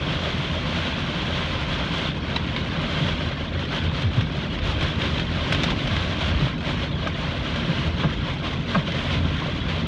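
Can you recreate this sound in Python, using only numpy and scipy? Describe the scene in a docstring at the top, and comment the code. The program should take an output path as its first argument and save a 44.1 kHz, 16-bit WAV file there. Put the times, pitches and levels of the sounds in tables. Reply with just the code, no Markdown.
"""Inside a car driving through a downpour, heard from a seat beside the window.
From the start, sheets of wind-driven rain patter on the glass and drum on the roof, as showers of random
damped drops, over filtered noise for the road and wind rumbling in the cabin's low resonances.
From 2.4 s single fat drops smack the window close by; from 3 s dull sinking thuds come from the body.
From 3.7 s gouts of water slap the body as ragged falling splats, and from 7 s a few hollow knocks ring it."""
import sys
import numpy as np
from scipy import signal
from scipy.fft import rfft, irfft, next_fast_len
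from scipy.io import wavfile
from scipy.ndimage import map_coordinates

SR = 44100
rng = np.random.default_rng(int(sys.argv[2]) if len(sys.argv) > 2 else 0)


def generate_wav(sig):
    """Save sig (samples, or channels by samples) to the path in sys.argv[1] as 16-bit PCM at SR."""
    pcm = np.round(np.clip(np.atleast_2d(sig).T, -1, 1) * 32767).astype(np.int16)
    wavfile.write(sys.argv[1], SR, pcm)


N = 435266

# Resonances of the roof panel. Each row: pitch in Hz, width in Hz, gain in dB against the plain sound.
ROOF_RESONANCES = [(544, 72, 0), (1058, 62, -8.5), (1569, 140, 3)]


def rain():
    """Fine dense rain, fewer heavy drops and near ticks; a thicker sheet of rain is both denser and louder."""
    # Colour of rain on the window. Each row: frequency in Hz, relative gain in dB.
    glass_colour = [(500, -37.5), (1400, -9), (2050, -4), (2600, -3), (3400, -2.5), (3950, -7),
                    (4900, -16.5), (5600, -19), (6600, -25), (7700, -34), (9300, -39), (10500, -49),
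                    (15000, -56)]
    # Resonances of the window. Each row: pitch in Hz, width in Hz, gain in dB against the plain sound.
    glass_resonances = [(2040, 110, -18.5), (3150, 100, -10.5), (3296, 170, -12)]
    # Colour of rain on the roof. Each row: frequency in Hz, relative gain in dB.
    roof_colour = [(200, -22), (350, 2.5), (470, -4), (660, -0.5), (760, -6), (950, -3), (1400, -3.5),
                   (1830, -16.5), (2600, -9.5), (5000, -32.5), (12000, -94)]
    glass_db, roof_db = -31.5, -32.5  # gains in average rain
    glass_follows, roof_follows = 0.036, 0.085  # dB of harder impact for each dB of thicker rain
    splash_hz, splash_follows = 6540, 0.12  # above this pitch, further dB for each dB of thicker rain

    level_db = rain_level()
    excess_db = level_db - np.mean(level_db)
    thickness = amp(excess_db)
    flurry_db = 0.95 * wobble(rate=24)  # quick chance changes in the rain

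    # drops per second, in average rain, times the thickness
    fine = shower(3000 * thickness ** 2, spread_db=2, ring_t60=0.012)
    heavy = shower(240 * thickness, spread_db=1, ring_t60=0.0092)
    notes = pings(1050 * thickness, centre_hz=2207.3, ring_t60=0.055, spread_db=1.5)
    near = amp(-9) * ticks(170 * thickness ** 2, spread_db=2.7, ring_t60=0.018)

    on_glass = fine + amp(-7) * heavy + amp(-5.5) * notes + near
    glass = panel(on_glass, glass_colour, glass_resonances)
    splash_flicker_db = 1.0 * wobble(rate=32)
    glass = brightened(glass, splash_hz, splash_follows * excess_db + splash_flicker_db)

    # the same heavy drops also drum on the sheet metal, which rings longer
    patter = shower(1500 * thickness, spread_db=2.5, ring_t60=0.024)
    on_roof = patter + amp(-5.5) * heavy + amp(-5) * notes + near
    roof = panel(on_roof, roof_colour, ROOF_RESONANCES)

    glass_gain = amp(glass_db + glass_follows * excess_db + flurry_db)
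    roof_gain = amp(roof_db + roof_follows * excess_db + flurry_db)
    return glass * glass_gain + roof * roof_gain


def rain_level():
    """The sheets add their power to the even rain; dB per sample, of which only the swings are used."""
    # The even rain between the sheets. Each row: time in seconds, level in dB.
    even_rain = [(0, -34), (2.08, -34), (2.13, -39.5), (2.18, -40.5), (2.5, -35.5), (3.2, -37),
                 (3.3, -39.5), (4.3, -39.5), (4.95, -39.5), (5.5, -34.5), (6.46, -35), (6.55, -43),
                 (6.62, -39), (6.93, -41), (7.12, -39.5), (7.35, -36.5), (8.15, -38.5), (8.62, -40),
                 (9, -38.5), (9.87, -38.5)]
    # Sheets of rain blown against the car. Each row: start in seconds, length in seconds, level in dB.
    blown_sheets = [(0.041, .11, -35), (0.198, .4, -37), (0.631, .27, -35.5), (1.031, .52, -37),
                    (1.66, .14, -37.5), (1.9, .17, -36.5), (2.201, .16, -38), (2.79, .34, -33.5),
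                    (3.162, .09, -36.5), (3.349, .06, -37), (3.574, .055, -37.5), (3.691, .08, -32),
                    (3.799, .05, -35.5), (3.913, .11, -34.5), (4.087, .09, -37.5), (4.336, .1, -37),
                    (4.486, .05, -37), (4.605, .11, -32), (4.749, .14, -33.5), (4.971, .1, -30.5),
                    (5.08, .13, -34), (5.289, .43, -34), (5.869, .25, -34), (6.169, .12, -32),
                    (6.37, .09, -33), (6.586, .06, -36.5), (6.634, .08, -31.5), (6.729, .115, -36.5),
                    (6.98, .09, -39.5), (7.15, .17, -37), (7.379, .5, -36), (7.948, .08, -35),
                    (8.221, .07, -35), (8.404, .06, -33), (8.49, .05, -37), (8.65, .11, -35.5),
                    (8.835, .05, -34), (8.909, .27, -33.5), (9.22, .34, -39.5), (9.661, .15, -35)]
    even_db, = curves(even_rain)
    power = amp(even_db) ** 2
    for start, length, db in blown_sheets:
        sheet = amp(db) * spell(start, length, attack_s=0.045, release_s=0.03)
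        power = power + sheet ** 2
    return 10 * np.log10(power)


def shower(per_second, spread_db, ring_t60, cabin_t60=0.3, cabin_db=-14):
    """Random drops of unequal size, each a quickly damped noisy ring with the cabin's short answer; rms 1."""
    t = np.arange(SR // 10) / SR
    lands = rng.random(N) < per_second / SR
    sizes = amp(spread_db * np.minimum(rng.standard_normal(N), 2))
    fade = decay(t, ring_t60) + amp(cabin_db) * decay(t, cabin_t60)
    # unrelated rings add in power
    power = np.abs(signal.oaconvolve(lands * sizes ** 2, fade ** 2)[:N])
    return unit(np.sqrt(power) * rng.standard_normal(N))


def pings(per_second, centre_hz, ring_t60, spread_db):
    """Drops that each ring one short note of the panel where they land; rms 1."""
    start = np.flatnonzero(rng.random(N) < per_second / SR)[:, None]
    octaves, weight = rng.standard_normal((len(start), 2)).T[..., None]
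    k = np.arange(SR // 50)
    hz = np.minimum(centre_hz * 2 ** octaves, SR / 4)
    sizes = amp(spread_db * np.minimum(weight, 2))
    notes = sizes * decay(k / SR, ring_t60) * np.sin(2 * np.pi * hz * k / SR)
    return unit(np.bincount((start + k).ravel(), notes.ravel(), N)[:N])


def ticks(per_second, spread_db, ring_t60, middle_hz=1999, range_ratio=2.1, click_t60=0.011):
    """Near drops heard one by one: an instant click and a short note, each of its own pitch; rms 1."""
    start = np.flatnonzero(rng.random(N) < per_second / SR)[:, None]
    pitch, weight = rng.uniform(-0.996, 1, (len(start), 2)).T[..., None]
    k = np.arange(SR // 40)
    hz = middle_hz * range_ratio ** pitch
    note = np.sin(2 * np.pi * hz * k / SR) * decay(k / SR, ring_t60)
    click = rng.standard_normal(note.shape) * decay(k / SR, click_t60)
    sounds = amp(spread_db * weight) * (note + click)
    return unit(np.bincount((start + k).ravel(), sounds.ravel(), N)[:N])


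def drops(smack_t60=0.022, ring_t60=0.03, spray_t60=0.05, attack_s=0.001, cabin_t60=0.1, cabin_db=-14):
    """Each fat drop smacks the glass, rings one of its notes and bursts into bright spray; the cabin answers."""
    # Fat drops on the window. Each row: start in seconds, level in dB (9 dB is taken off all),
    # ring in Hz, gain of the spray in dB and gain of the note in dB, both beside the smack.
    fat_drops = [(2.3605, -9, 3950, -20, 2), (2.3635, -10.5, 950, -26, 1), (2.5622, -11.5, 2200, -27, 0.5),
                 (3.3135, -22, 3206, -24, 0), (3.592, -17, 3015, -23, 1), (3.651, -20, 3295, -20, -1),
                 (4.019, -22, 3314, -10, -3), (4.2085, -11, 2840, -22, -4), (4.322, -28, 3294, -12, -3),
                 (4.366, -23, 3406, -10, -3), (4.501, -29, 3177, -16, -3), (4.588, -17, 3187, -26, -1),
                 (4.8095, -12, 3307, -22, -6), (4.8245, -14, 3320, -13, -3), (5.0175, -12, 3687, -26, -1),
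                 (5.1802, -15, 3454, -19, 0), (5.1965, -11, 3150, -21, -1), (5.46, -22, 3097, -22, -3),
                 (5.5235, -5, 3380, -12.5, -3), (5.5465, -8, 3105, -21, -7), (5.6335, -9, 3510, -9.5, -2),
                 (5.6387, -9, 3610, -15, -1), (5.7034, -13, 3330, -17, -3), (5.873, -12, 3130, -16, -1),
                 (5.965, -12, 2246, -20, -3), (6.5808, -23, 2547, -14, 2), (6.606, -20, 3280, -24, -1),
                 (7.072, -24, 3494, -4, -3), (7.559, -12, 3150, -22, -7), (8.5112, -20, 3220, -27, 2),
                 (8.745, -17, 3130, -16, -6), (8.9186, -15, 2030, -18, -3), (9.4, -17.5, 3344, -25, 0)]
    # Colour of the smack. Each row: frequency in Hz, relative gain in dB.
    smack_colour = [(150, -1), (500, 4), (1050, -2), (1600, 0.5), (2600, 3.5), (3700, 3.5), (4800, -9.5),
                    (6500, -23.5), (8000, -35), (10500, -44), (15000, -59)]
    # Colour of the spray. 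Each row: frequency in Hz, relative gain in dB.
    spray_colour = [(1500, -31), (4000, 11), (5800, 8.5), (7500, -3.5), (10000, -13.5), (15000, -27)]
    out, t = np.zeros(N), np.arange(SR // 10) / SR
    smack_fade = decay(t, smack_t60) + amp(cabin_db) * decay(t, cabin_t60)
    onset = 1 - np.exp(-t / attack_s)
    for s, db, hz, spray_db, note_db in fat_drops:
        smack = unit(coloured(rng.standard_normal(len(t)), smack_colour)) * smack_fade
        note = amp(note_db) * np.sin(2 * np.pi * hz * t) * decay(t, ring_t60)
        spray_noise = unit(coloured(rng.standard_normal(len(t)), spray_colour))
        spray = amp(spray_db) * spray_noise * decay(t, spray_t60)
        add(out, s, amp(db - 9.0) * (smack + note + spray) * onset)
    # the drops set the roof ringing too
    return out + amp(-2) * ringing(out, ROOF_RESONANCES)


def slaps(low_hz=174, churn_per_cycle=2.2):
    """A gout of water hits hard, then spreads: its broad, ragged splat darkens into the panel's low note."""
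    # Gouts of water on the body. Each row: start in seconds, level in dB, starting pitch in Hz,
    # length in seconds, time constant of the pitch's fall in seconds.
    gouts = [(3.719, -35, 1502, 0.05, 0.034), (4.815, -31, 607, 0.03, 0.038),
             (5.709, -29.5, 557, 0.036, 0.044), (8.031, -27, 1499, 0.049, .012),
             (8.745, -24.5, 1412, 0.048, .016), (9.452, -31, 500.2, 0.073, 0.063)]
    # The gouts are dull, with little above 2.5 kHz. Each row: frequency in Hz, gain in dB.
    gout_treble = [(2500, 0), (5000, -10), (12000, -40)]
    out, t = np.zeros(N), np.arange(SR // 5) / SR
    for s, db, hz, length, fall_s in gouts:
        pitch = low_hz + (hz - low_hz) * np.exp(-t / fall_s)
        cycles = np.cumsum(pitch) / SR
        # two random curves that churn with the pitch make the tone ragged
        knots = rng.standard_normal(size=(2, 256))
        a, b = (map_coordinates(row, [cycles * churn_per_cycle], mode="mirror") for row in knots)
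        splat = a * np.sin(2 * np.pi * cycles) + b * np.cos(2 * np.pi * cycles)
        add(out, s, amp(db) * swell(t, length) * splat)
    # the gouts set the roof ringing
    return coloured(out + amp(-10) * ringing(out, ROOF_RESONANCES), gout_treble)


def thuds(sag=0.27):
    """A jolt flexes the body for a few cycles, sinking in pitch as it relaxes."""
    # Dull thuds of the body. Each row: start in seconds, peak in dB, middle pitch in Hz, length in seconds.
    jolts = [(3.008, -17.5, 151.4, 0.04), (3.838, -28, 109, 0.056), (4.041, -13, 109.5, 0.042),
             (4.174, -11.5, 125, 0.034), (4.747, -20, 84.9, 0.057), (4.825, -20, 84, 0.053),
             (4.95, -21, 87.9, 0.067), (5.023, -25, 102.3, 0.069), (5.913, -15.5, 99.2, 0.032),
             (6.295, -15.5, 78.8, 0.075), (6.415, -17.5, 142.7, 0.063), (7.688, -16.5, 160.4, 0.033),
             (7.78, -18.5, 158.4, 0.032), (8.043, -14.5, 166, 0.031), (8.757, -14.5, 181, 0.048)]
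    out, t = np.zeros(N), np.arange(SR // 4) / SR
    for s, db, hz, length in jolts:
        # from a share sag above the middle pitch to as much below
        pitch = hz * (1 + sag * (2 * np.exp(-t / (length / 2)) - 1))
        add(out, s, amp(db) * swell(t, length) * np.sin(2 * np.pi * np.cumsum(pitch) / SR))
    return out


def knocks(ring_db=-13, noise_db=-9):
    """A knock rings the body's modes, most strongly near its own pitch; bending waves bring the low ones later."""
    # Hollow knocks on the body. Each row: start in seconds, level in dB, pitch in Hz, length in seconds,
    # lag in seconds of a mode two octaves below the highest, dB per octave away from the pitch.
    body_knocks = [(7.061, -23, 579.4, 0.0093, 0, -13), (7.0687, -19, 1500, 0.011, 0.0011, -9),
                   (8.027, -25, 1300, 0.032, .007, -6.5), (8.741, -19, 1250, 0.026, .007, -7.5)]
    # What a knock rings. 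Each row: pitch in Hz, gain in dB, t60 in seconds.
    body_rings = [(301.9, 5, .12), (570.2, -6, .15), (666.7, -2, 0.18), (860, -5.5, .07), (1096, -4, 0.2),
                  (1230, -6, .11), (1598.4, -3, .08), (2030, -12, .04), (2310, -13, .08)]
    # The hiss of the contact. Each row: frequency in Hz, relative gain in dB.
    hiss_colour = [(300, -14), (1000, 3), (2300, 1), (3000, -5), (4500, -19), (10000, -55), (15000, -72)]
    out, t = np.zeros(N), np.arange(SR // 5) / SR
    highest_hz = max(mode[0] for mode in body_rings)
    for s, db, centre_hz, length, lag_s, tilt_db in body_knocks:
        push = swell(t, length)
        hiss = unit(coloured(rng.standard_normal(len(t)), hiss_colour))
        add(out, s, amp(db + noise_db) * push * hiss)
        for hz, mode_db, t60 in body_rings:
            late = lag_s * (np.sqrt(highest_hz / hz) - 1)
            shape = push + amp(ring_db) * decay(t, t60) * (1 - np.exp(-t / length))
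            note = np.sin(2 * np.pi * (hz * t + rng.random()))
            octaves_away = abs(np.log2(hz / centre_hz))
            add(out, s + late, amp(db + mode_db + tilt_db * octaves_away) * shape * note)
    return out


def rumble():
    """Tyres and wind shake the body, harder in spells; the cabin booms in its low resonances."""
    # Steady noise of the tyres. Each row: time in seconds, level in dB.
    tyre_noise = [(0, -32), (3.4, -32), (5.5, -29.5), (7.5, -31), (8.6, -31.5), (9.87, -30.5)]
    # Spells of harder shaking by road and wind. Each row: start in seconds, length in seconds,
    # level of the rumble in dB, level of the boom in dB.
    shaking = [(2.906, 0.17, -46, -29.5), (3.797, 0.54, -30.5, -33.5), (4.615, 0.21, -28, -37),
               (4.958, 0.21, -31.5, -32.5), (5.453, 0.29, -44, -28.5), (5.824, 0.17, -28, -38),
               (6.236, 0.191, -25, -34), (9.123, 0.2, -29, -31.5), (9.4, 0.53, -44, -32.5)]
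    # Colour of the road rumble. Each row: frequency in Hz, relative gain in dB.
    road_colour = [(15, -51.5), (26, -26), (35, -22), (44, -6), (64, -6.5), (76, -3.5), (85, 1.5), (98, -7),
                   (115, -16), (200, -27.5), (1500, -100)]
    # Colour of the cabin's boom. Each row: frequency in Hz, relative gain in dB.
    boom_colour = [(70, -35), (110, -5), (145, 2), (172, 0.5), (200, -6), (240, -3.5), (265, -8),
                   (295, -6.5), (330, -13.5), (450, -18.5), (900, -35.5), (4000, -100)]
    tyres_db, = curves(tyre_noise)
    road_power = amp(tyres_db) ** 2
    steady_boom_db = -29 + 0.5 * wobble(rate=4.02)  # drifts slowly
    boom_power = amp(steady_boom_db) ** 2
    for s, length, road_db, boom_db in shaking:
        shake = spell(s, length, attack_s=0.016, release_s=0.037)
        road_power = road_power + (amp(road_db) * shake) ** 2
        boom_power = boom_power + (amp(boom_db) * shake) ** 2
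    road = unit(coloured(rng.standard_normal(N), road_colour))
    boom = unit(coloured(rng.standard_normal(N), boom_colour))
    return road * np.sqrt(road_power) + boom * np.sqrt(boom_power)


def panel(x, spectrum, modes):
    """x through a panel: its broad colour with resonances standing out; rms 1."""
    return unit(coloured(x + ringing(x, modes), spectrum))


def ringing(x, modes):
    """What the resonances of a panel make of x."""
    out = np.zeros(len(x))
    for hz, width, db in modes:
        b, a = signal.iirpeak(hz, hz / width, fs=SR)
        out += amp(db) * signal.lfilter(b, a, x)
    return out


def brightened(x, from_hz, db):
    """x with everything above from_hz raised by db."""
    highpass = signal.butter(3, min(from_hz, SR / 3), "high", fs=SR, output="sos")
    treble = signal.sosfiltfilt(highpass, x)
    return x + (amp(db) - 1) * treble


def coloured(x, points):
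    """x through a causal minimum-phase filter with the gains of the (Hz, dB) points."""
    m = 2 * next_fast_len(len(x) // 2 + SR // 10)
    hz, db = np.transpose(points)
    log_hz = np.log(np.fft.rfftfreq(m, 1 / SR) + 1)
    log_gain = np.log(amp(np.interp(log_hz, np.log(hz), db)))
    # folding the cepstrum onto positive times makes the filter causal
    cepstrum = irfft(log_gain, m)[:m // 2]
    cepstrum[1:] *= 2
    response = np.exp(rfft(cepstrum, m))
    return irfft(rfft(x, m) * response, m)[:len(x)]


def spell(start, length, attack_s, release_s):
    """A gain that rises, holds until the length is over and dies away."""
    t = np.arange(N) / SR - start
    return np.clip(t / attack_s, 0, 1) * np.exp(-np.maximum(t - length, 0) / release_s)


def swell(t, length):
    """A soft push that peaks a little past a third of its length and dies away."""
    u = np.e * t / length
    return u ** 2 * np.exp(2 * (1 - u))


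def decay(t, t60):
    """A gain that falls by 60 dB in t60 seconds."""
    return 1000. ** (-t / t60)


def wobble(rate):
    """A smooth random curve, rate knots a second."""
    knots = rng.standard_normal(int(N * rate / SR) + 4)
    return map_coordinates(knots, [np.arange(N) * rate / SR])


def curves(rows):
    """One value per sample for each column after the time."""
    s, *cols = np.transpose(rows)
    return [np.interp(np.arange(N) / SR, s, c) for c in cols]


def add(track, s, sound):
    """Mix a sound into the track at s seconds."""
    part = track[round(s * SR):][:len(sound)]
    part += sound[:len(part)]


def amp(db):
    """Decibels to gain."""
    return 10 ** (np.asarray(db) / 20)


def unit(x):
    """x at rms 1."""
    return x / np.sqrt(np.mean(x ** 2) + 1e-20)


def scene():
    """Everything as heard from a seat beside the window, on one channel."""
    return (rain() + drops() + slaps() + thuds() + knocks() + rumble())[None]


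def record(dry):
    """The microphone's recorder cuts steeply above its band limit of 15200 Hz."""
    lowpass = signal.ellip(10, 0.1, 80, 15200, fs=SR, output="sos")
    return signal.sosfilt(lowpass, dry)


dry = scene()
out = record(dry)
generate_wav(out)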